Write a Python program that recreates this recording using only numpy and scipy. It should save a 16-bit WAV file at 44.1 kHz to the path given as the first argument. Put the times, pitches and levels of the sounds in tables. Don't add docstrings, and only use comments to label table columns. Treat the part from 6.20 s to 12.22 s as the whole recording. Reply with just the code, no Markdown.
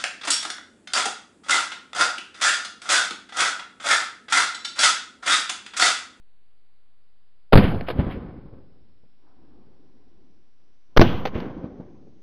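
import sys
import numpy as np
from scipy import signal
from scipy.io import wavfile

SR = 44100
rng = np.random.default_rng(int(sys.argv[2]) if len(sys.argv) > 2 else 0)


def master_out(mix):
    frames = np.transpose(np.atleast_2d(mix))
    ceiling = np.clip(frames, -1, 1)
    pcm = np.round(ceiling * 32767).astype(np.int16)
    wavfile.write(sys.argv[1], SR, pcm)


N = 265482
TIME = np.arange(N) / SR


# pitch_hz, level_db
GUN_TONE = [(40, -6), (150, -1.5), (480, 4), (800, -6.5), (1300, -9), (2500, -16), (4300, -22.5),
            (6000, -31.5), (11000, -38.5), (16000, -47)]

def blast(push_s, suction_s, height=2.8, depth=1.99, front_s=.0016, turbulence=0.14):
    age = TIME[:SR // 10] - front_s
    suction = -depth * np.sqrt(np.clip(1 - age / suction_s, 0, 1)) * np.clip(1 + age / front_s, 0, 1)
    push = height * (age >= 0) * np.clip(1 - age / push_s, 0, 1) ** .5
    ragged_air = turbulence * suction * noise(GUN_TONE, len(age))
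    return front_s, low_pass(suction + push, 1500, order=2) + ragged_air


def kick(lead_s, lock_db, recoil_lead_s, fade_s=0.001):
    age = TIME[:SR // 10]
    knock = low_pass(noise(GUN_TONE, len(age)), 2900, order=1) * np.minimum(age / 0.00084, 1)
    recoil_start = lead_s - recoil_lead_s
    swell = from_db(np.interp(age, [recoil_start, lead_s], [-4, 0])) * (age > recoil_start)
    recoil = swell * noise(GUN_TONE, len(age))
    return (from_db(lock_db) * knock + recoil) * np.exp(-np.maximum(age - lead_s, 0) / fade_s)


# start_s, level_db, push_s, suction_s, scatter_db, scatter_tilt_db_per_octave,
# reed_rasp_db, lock_db, recoil_lead_s
SHOTS = [(1.3381, -1.5, 0.0038, 0.044, -1, -1.18, -39, -10.5, 0.008),
         (4.7786, -2, 0.001834, 0.044, -4, -0.17, -28, -13.5, 0.0062)]

def shots(lead_s=.014):
    out = np.zeros(N)
    for start, level_db, push_s, suction_s, scatter_db, tilt_db, rasp_db, lock_db, recoil_s in SHOTS:
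        front_s, wave = blast(push_s, suction_s)
        add(out, start - lead_s, from_db(level_db) * kick(lead_s, lock_db, recoil_s))
        add(out, start - front_s, from_db(level_db) * wave)
        add(out, start, from_db(scatter_db) * shooter_bounce(scatter(tilt_db, rasp_db, suction_s)))
    return out


# pitch_hz, level_db
SCATTER_TONE = [(30, -7), (70, -2.5), (150, 5.5), (300, -3), (600, -11.5), (1200, -19.5), (2000, -20),
                (3200, -18), (4500, -39), (11000, -42.5), (16000, -54.5)]
# pitch_hz, fade_s
SCATTER_FADES = [(60, 0.81), (250, 0.63), (1000, 1), (3000, 0.51), (12000, 0.69)]

def scatter(tilt_db, rasp_db, suction_s):
    age = TIME[:int(1.5 * SR)]

    def shape(hz):
        return fade(age, at_hz(SCATTER_FADES, hz)) * from_db(tilt_db * np.log2(hz / 500))

    tail = noise(SCATTER_TONE, len(age), shape, patchy_db=3.5)
    rasp = reed_rasp(len(age)) * fade(age, fade_s=0.51)
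    ground = noise(GUN_TONE, len(age)) * fade(np.maximum(age - suction_s, 0), fade_s=0.073)
    release = from_db(np.interp(age, [0.7 * suction_s, suction_s], [-5, 0]))
    return (from_db(-10) * tail + from_db(-12) * ground + from_db(rasp_db) * rasp) * release


# start_s, length_s, height, clack_db
JOLTS = [(1.3451, 0.0011, 1.6, -24), (1.3564, 0.003, 5, -2), (1.363, 0.002, 1.3, -9),
         (1.375, 0.0029, 1.35, -6.5), (4.7952, 0.002, 2.4, -9.5), (4.807, 0.0021, 0.92, -16),
         (4.814, 0.0033, 1.4, 0.5)]

def jolts():
    out, age = np.zeros(N), TIME[:SR // 4]
    for start, length_s, height, clack_db in JOLTS:
        shove = height * np.sin(np.pi * np.minimum(age / length_s, 1))
        clack = from_db(clack_db) * noise(GUN_TONE, len(age)) * fade(age, fade_s=0.038)
        add(out, start, shove + clack)
    return out


# start_s, pitch_hz, height, fade_s
SHUDDERS = [(1.3755, 106, .35, 0.2), (4.8143, 430, 0.62, 0.028), (4.8220, 205, 0.18, 0.14),
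            (4.8160, 335, 0.4, .14)]

def shudders():
    out, age = np.zeros(N), TIME[:SR // 4]
    for start, pitch_hz, height, fade_s in SHUDDERS:
        add(out, start, height * np.sin(2 * np.pi * pitch_hz * age) * fade(age, fade_s))
    return out


# start_s, level_db, length_s, spray_db
ECHOES = [(1.442, -8.5, 0.00904, -21.5), (1.537, -35.5, .004, -22), (1.7907, -7, .0085, -19),
          (1.867, -24, 0.014, -29.5), (2.3290, -33, 0.0066, -43), (2.834, -47.5, 0.0046, -57.5),
          (5.1548, -15, 0.0087, -23), (5.442, -19.5, 0.0039, -32.5), (5.5993, -23.5, 0.0034, -36)]
# pitch_hz, level_db
ECHO_TONE = [(40, -9.5), (150, 23), (400, 15), (900, 1.5), (2500, -24), (5000, -68.5), (16000, -62.5)]

def echoes(dull_hz=650, swell_s=.006):
    out, age = np.zeros(N), TIME[:SR // 4]
    for start, level_db, length_s, spray_db in ECHOES:
        wave = low_pass((1 - 2 * age / length_s) * (age < length_s), dull_hz, order=3)
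        spray = noise(ECHO_TONE, len(age)) * swell_and_fade(age, swell_s, fade_s=0.13)
        add(out, start, from_db(level_db) * wave + from_db(spray_db) * spray)
    return out


# start_s, level_db, fade_s
RATTLES = [(1.609, -20.5, 0.017), (1.6840, -21.5, 0.079), (1.7010, -20.5, 0.068), (5.0528, -15, 0.04),
           (5.057, -14.5, 0.019), (5.0690, -24, 0.07), (5.2018, -23, 0.024)]
# pitch_hz, level_db
RATTLE_TONE = [(60, -1.5), (250, 2.5), (600, 7.5), (1000, -3.5), (2200, -5.5), (3500, -13), (5000, -26),
               (12000, -32), (16000, -49.5)]

def rattles(grain_db=-1.0, rise_s=0.0016):
    out, age = np.zeros(N), TIME[:SR // 5]
    for start, level_db, fade_s in RATTLES:
        grit = from_db(grain_db * drift(1100, len(age))) * np.minimum(age / rise_s, 1)
        add(out, start, from_db(level_db) * noise(RATTLE_TONE, len(age)) * grit * fade(age, fade_s))
    return out


# start_s, level_db, swell_s, fade_s
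REED_RUSHES = [(1.376, -23.5, 0.0028, 0.09), (1.415, -30, 0.023, 0.25), (1.664, -40.5, 0.012, 0.1),
               (1.781, -39, 0.016, 0.12), (1.890, -41.5, 0.025, 0.2), (5.138, -41.5, 0.015, 0.41)]
# pitch_hz, level_db
RUSH_TONE = [(30, -36.5), (600, -18.5), (1400, 8.5), (2700, 5), (4500, -23), (12000, -23), (16000, -31.5)]

def reed_rushes(flutter_db=0.5):
    out, age = np.zeros(N), TIME[:SR // 3]
    for start, level_db, swell_s, fade_s in REED_RUSHES:
        rush = noise(RUSH_TONE, len(age)) * swell_and_fade(age, swell_s, fade_s)
        add(out, start, rush * from_db(level_db + flutter_db * drift(400, len(age))))
    return out


def reed_rasp(size, flutter_db=0.5):
    band = band_pass(rng.standard_normal(size), 2700, 3550)
    return unit_power(band) * from_db(flutter_db * drift(150, size))


# delay_s, swell_s, level_db, hold_s, fall_db_per_s, treble_db,
# extra_treble_fall_db_per_s, bass_db
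ROLLS = [(0.37, 0.087, -26.5, 0.045, 40, -5.5, 1.5, 4), (0.32, 0.063, -29, 0.09, 31, -5.5, 14.5, -4.5)]
# pitch_hz, level_db
ROLL_TONE = [(30, -2.5), (70, -0.5), (150, 2), (320, 0), (600, -9), (1200, -10.5), (2400, -15.5),
             (4300, -48.5), (6000, -39.5), (12000, -32.5), (16000, -57.5)]

def field_roll(air_db_per_s_per_khz=7.0, lumpy_db=1.5, rasp_db=-18):
    out, age = np.zeros(N), TIME[:2 * SR]
    for (start, *_), roll in zip(SHOTS, ROLLS):
        delay_s, swell_s, level_db, hold_s, fall, treble_db, treble_fall, bass_db = roll
        loudness = from_db(level_db) * swell_hold_fall(age - delay_s, swell_s, hold_s, fall)

        def shape(hz):
            bass = bass_db * np.interp(hz, [70, 250], [1, 0])
            treble = (treble_db - treble_fall * (age - delay_s)) * treble_share(hz)
            air_loss = air_db_per_s_per_khz * age * min(hz / 1000, 5)
            return loudness * from_db(bass + treble - air_loss)

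        rasp = from_db(rasp_db) * reed_rasp(len(age)) * shape(3600)
        add(out, start, noise(ROLL_TONE, len(age), shape, patchy_db=1.5) + rasp)
    return out * from_db(lumpy_db * drift(120, N))


# delay_s, swell_s, level_db, hold_s, treble_db
SLOPES = [(1.614, 0.12, -64, 0.92, 12.5), (1.821, 0.015, -56.5, 1, -9), (1.985, 0.019, -57, 0.058, -10),
          (3.02, 0.06, -68, 0.06, 2.5), (3.303, 0.08, -63, 0.051, -0.5)]
# pitch_hz, level_db
HILL_TONE = [(40, -2), (130, -3), (210, -4.5), (300, 3.5), (420, -15), (600, -11.5), (1200, -20.5),
             (1900, -44.5), (5000, -47.5), (16000, -69.5)]

def hills(fall_db_per_s=5.5, release_db_per_s=71, air_db_per_s=7.5):
    def shape(hz):
        power = 0
        for delay_s, swell_s, level_db, hold_s, treble_db in SLOPES:
            age = np.maximum(TIME - SHOTS[0][0] - delay_s, 0)
            treble = (treble_db - air_db_per_s * age) * treble_share(hz)
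            gain = from_db(level_db - fall_db_per_s * age + treble)
            power = power + (gain * swell_hold_fall(age, swell_s, hold_s, release_db_per_s)) ** 2
        return np.sqrt(power)

    return noise(HILL_TONE, N, shape, patchy_db=2.0)


# pitch_hz, level_db
BACKGROUND_TONE = [(30, 12), (100, 3.5), (300, -3), (1000, -8), (4500, -13), (7000, -13), (12000, -34),
                   (16000, -38)]

def background(level_db=-70.5):
    return from_db(level_db) * noise(BACKGROUND_TONE, N)


def shooter_bounce(x, delay_s=.00392, share=0.16):
    t = TIME[:len(x)]
    return x + share * np.interp(t - delay_s, t, x, left=0)


def noise(tone, size, shape=lambda hz: 1, patchy_db=0):
    edges_hz = 25 * 2 ** np.arange(0, 9.6, .5)
    white = rng.standard_normal((2, size + 4096))
    out, power = 0, 0
    for k, (low, high) in enumerate(zip(edges_hz, edges_hz[1:])):
        band = unit_power(band_pass(white[k % 2], low, high)[-size:])
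        hz = np.sqrt(low * high)
        gain = from_db(at_hz(tone, hz)) * np.sqrt(high - low)
        out = out + gain * band * shape(hz) * from_db(patchy_db * drift(40, size))
        power += gain ** 2
    return out / np.sqrt(power)


def drift(rate_hz, size):
    points = rng.standard_normal(N // 20)
    return np.interp(np.arange(size) * rate_hz / SR, np.arange(len(points)), points)


def fade(age, fade_s):
    return np.exp(-np.log(1000) * age / fade_s)


def swell_and_fade(age, swell_s, fade_s):
    return np.minimum(age / swell_s, 1) * fade(np.maximum(age - swell_s, 0), fade_s)


def swell_hold_fall(age, swell_s, hold_s, fall_db_per_s):
    return np.clip(age / swell_s, 0, 1) * from_db(-fall_db_per_s * np.maximum(age - swell_s - hold_s, 0))


def low_pass(x, hz, order):
    return signal.sosfilt(signal.butter(order, hz, fs=SR, output="sos"), x)


def band_pass(x, low_hz, high_hz):
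    return signal.sosfilt(signal.butter(2, [low_hz, high_hz], "band", fs=SR, output="sos"), x)


def treble_share(hz):
    return np.interp(np.log(hz), np.log([400, 1600]), [0, 1])


def at_hz(table, hz):
    pitches, values = np.transpose(table)
    return np.interp(np.log(hz), np.log(pitches), values)


def from_db(db):
    return 10 ** (np.asarray(db) / 20)


def unit_power(x):
    return x / np.sqrt(np.mean(x ** 2) + 1e-20)


def add(track, start_s, sound):
    start = round(start_s * SR)
    track[start:start + len(sound)] += sound[:N - start]


def scene():
    quiet = background()
    gunfire = shots() + jolts() + shudders() + echoes()
    aftermath = shooter_bounce(rattles() + field_roll() + hills()) + reed_rushes()
    return (gunfire + aftermath + quiet)[None]


def overload(x, top, hardness):
    return x / (1 + np.abs(x / top) ** hardness) ** (1 / hardness)


# time_s, lower_edge_hz, upper_edge_hz
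TREBLE_GAP = [(0, 4750, 8900), (1.4, 5170, 9650), (4.9, 6320, 11800), (6.02, 6700, 12550)]

def treble_gap(x, depth_db=-30, above_db=-2):
    hz, frame_s, spectrum = signal.stft(x, SR, nperseg=256)
    time_s, lower_hz, upper_hz = np.transpose(TREBLE_GAP)
    over_upper = hz[:, None] > np.interp(frame_s, time_s, upper_hz)
    over_lower = hz[:, None] > np.interp(frame_s, time_s, lower_hz)
    gain_db = np.select([over_upper, over_lower], [above_db, depth_db], 0)
    return signal.istft(spectrum * from_db(gain_db), SR, nperseg=256)[1][..., :N]


def record(dry, recovery_hz=.62, offset=-.009, cutoff_hz=15600):
    pinned = overload(dry, top=1.35, hardness=7.8)
    recovering = signal.lfilter(*signal.butter(1, recovery_hz, "high", fs=SR), pinned)
    clipped = overload(recovering + offset, top=.71, hardness=18)
    treble_cut = signal.ellip(10, .3, 80, cutoff_hz, fs=SR, output="sos")
    return signal.sosfilt(treble_cut, treble_gap(clipped))


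dry = scene()
out = record(dry)
master_out(out)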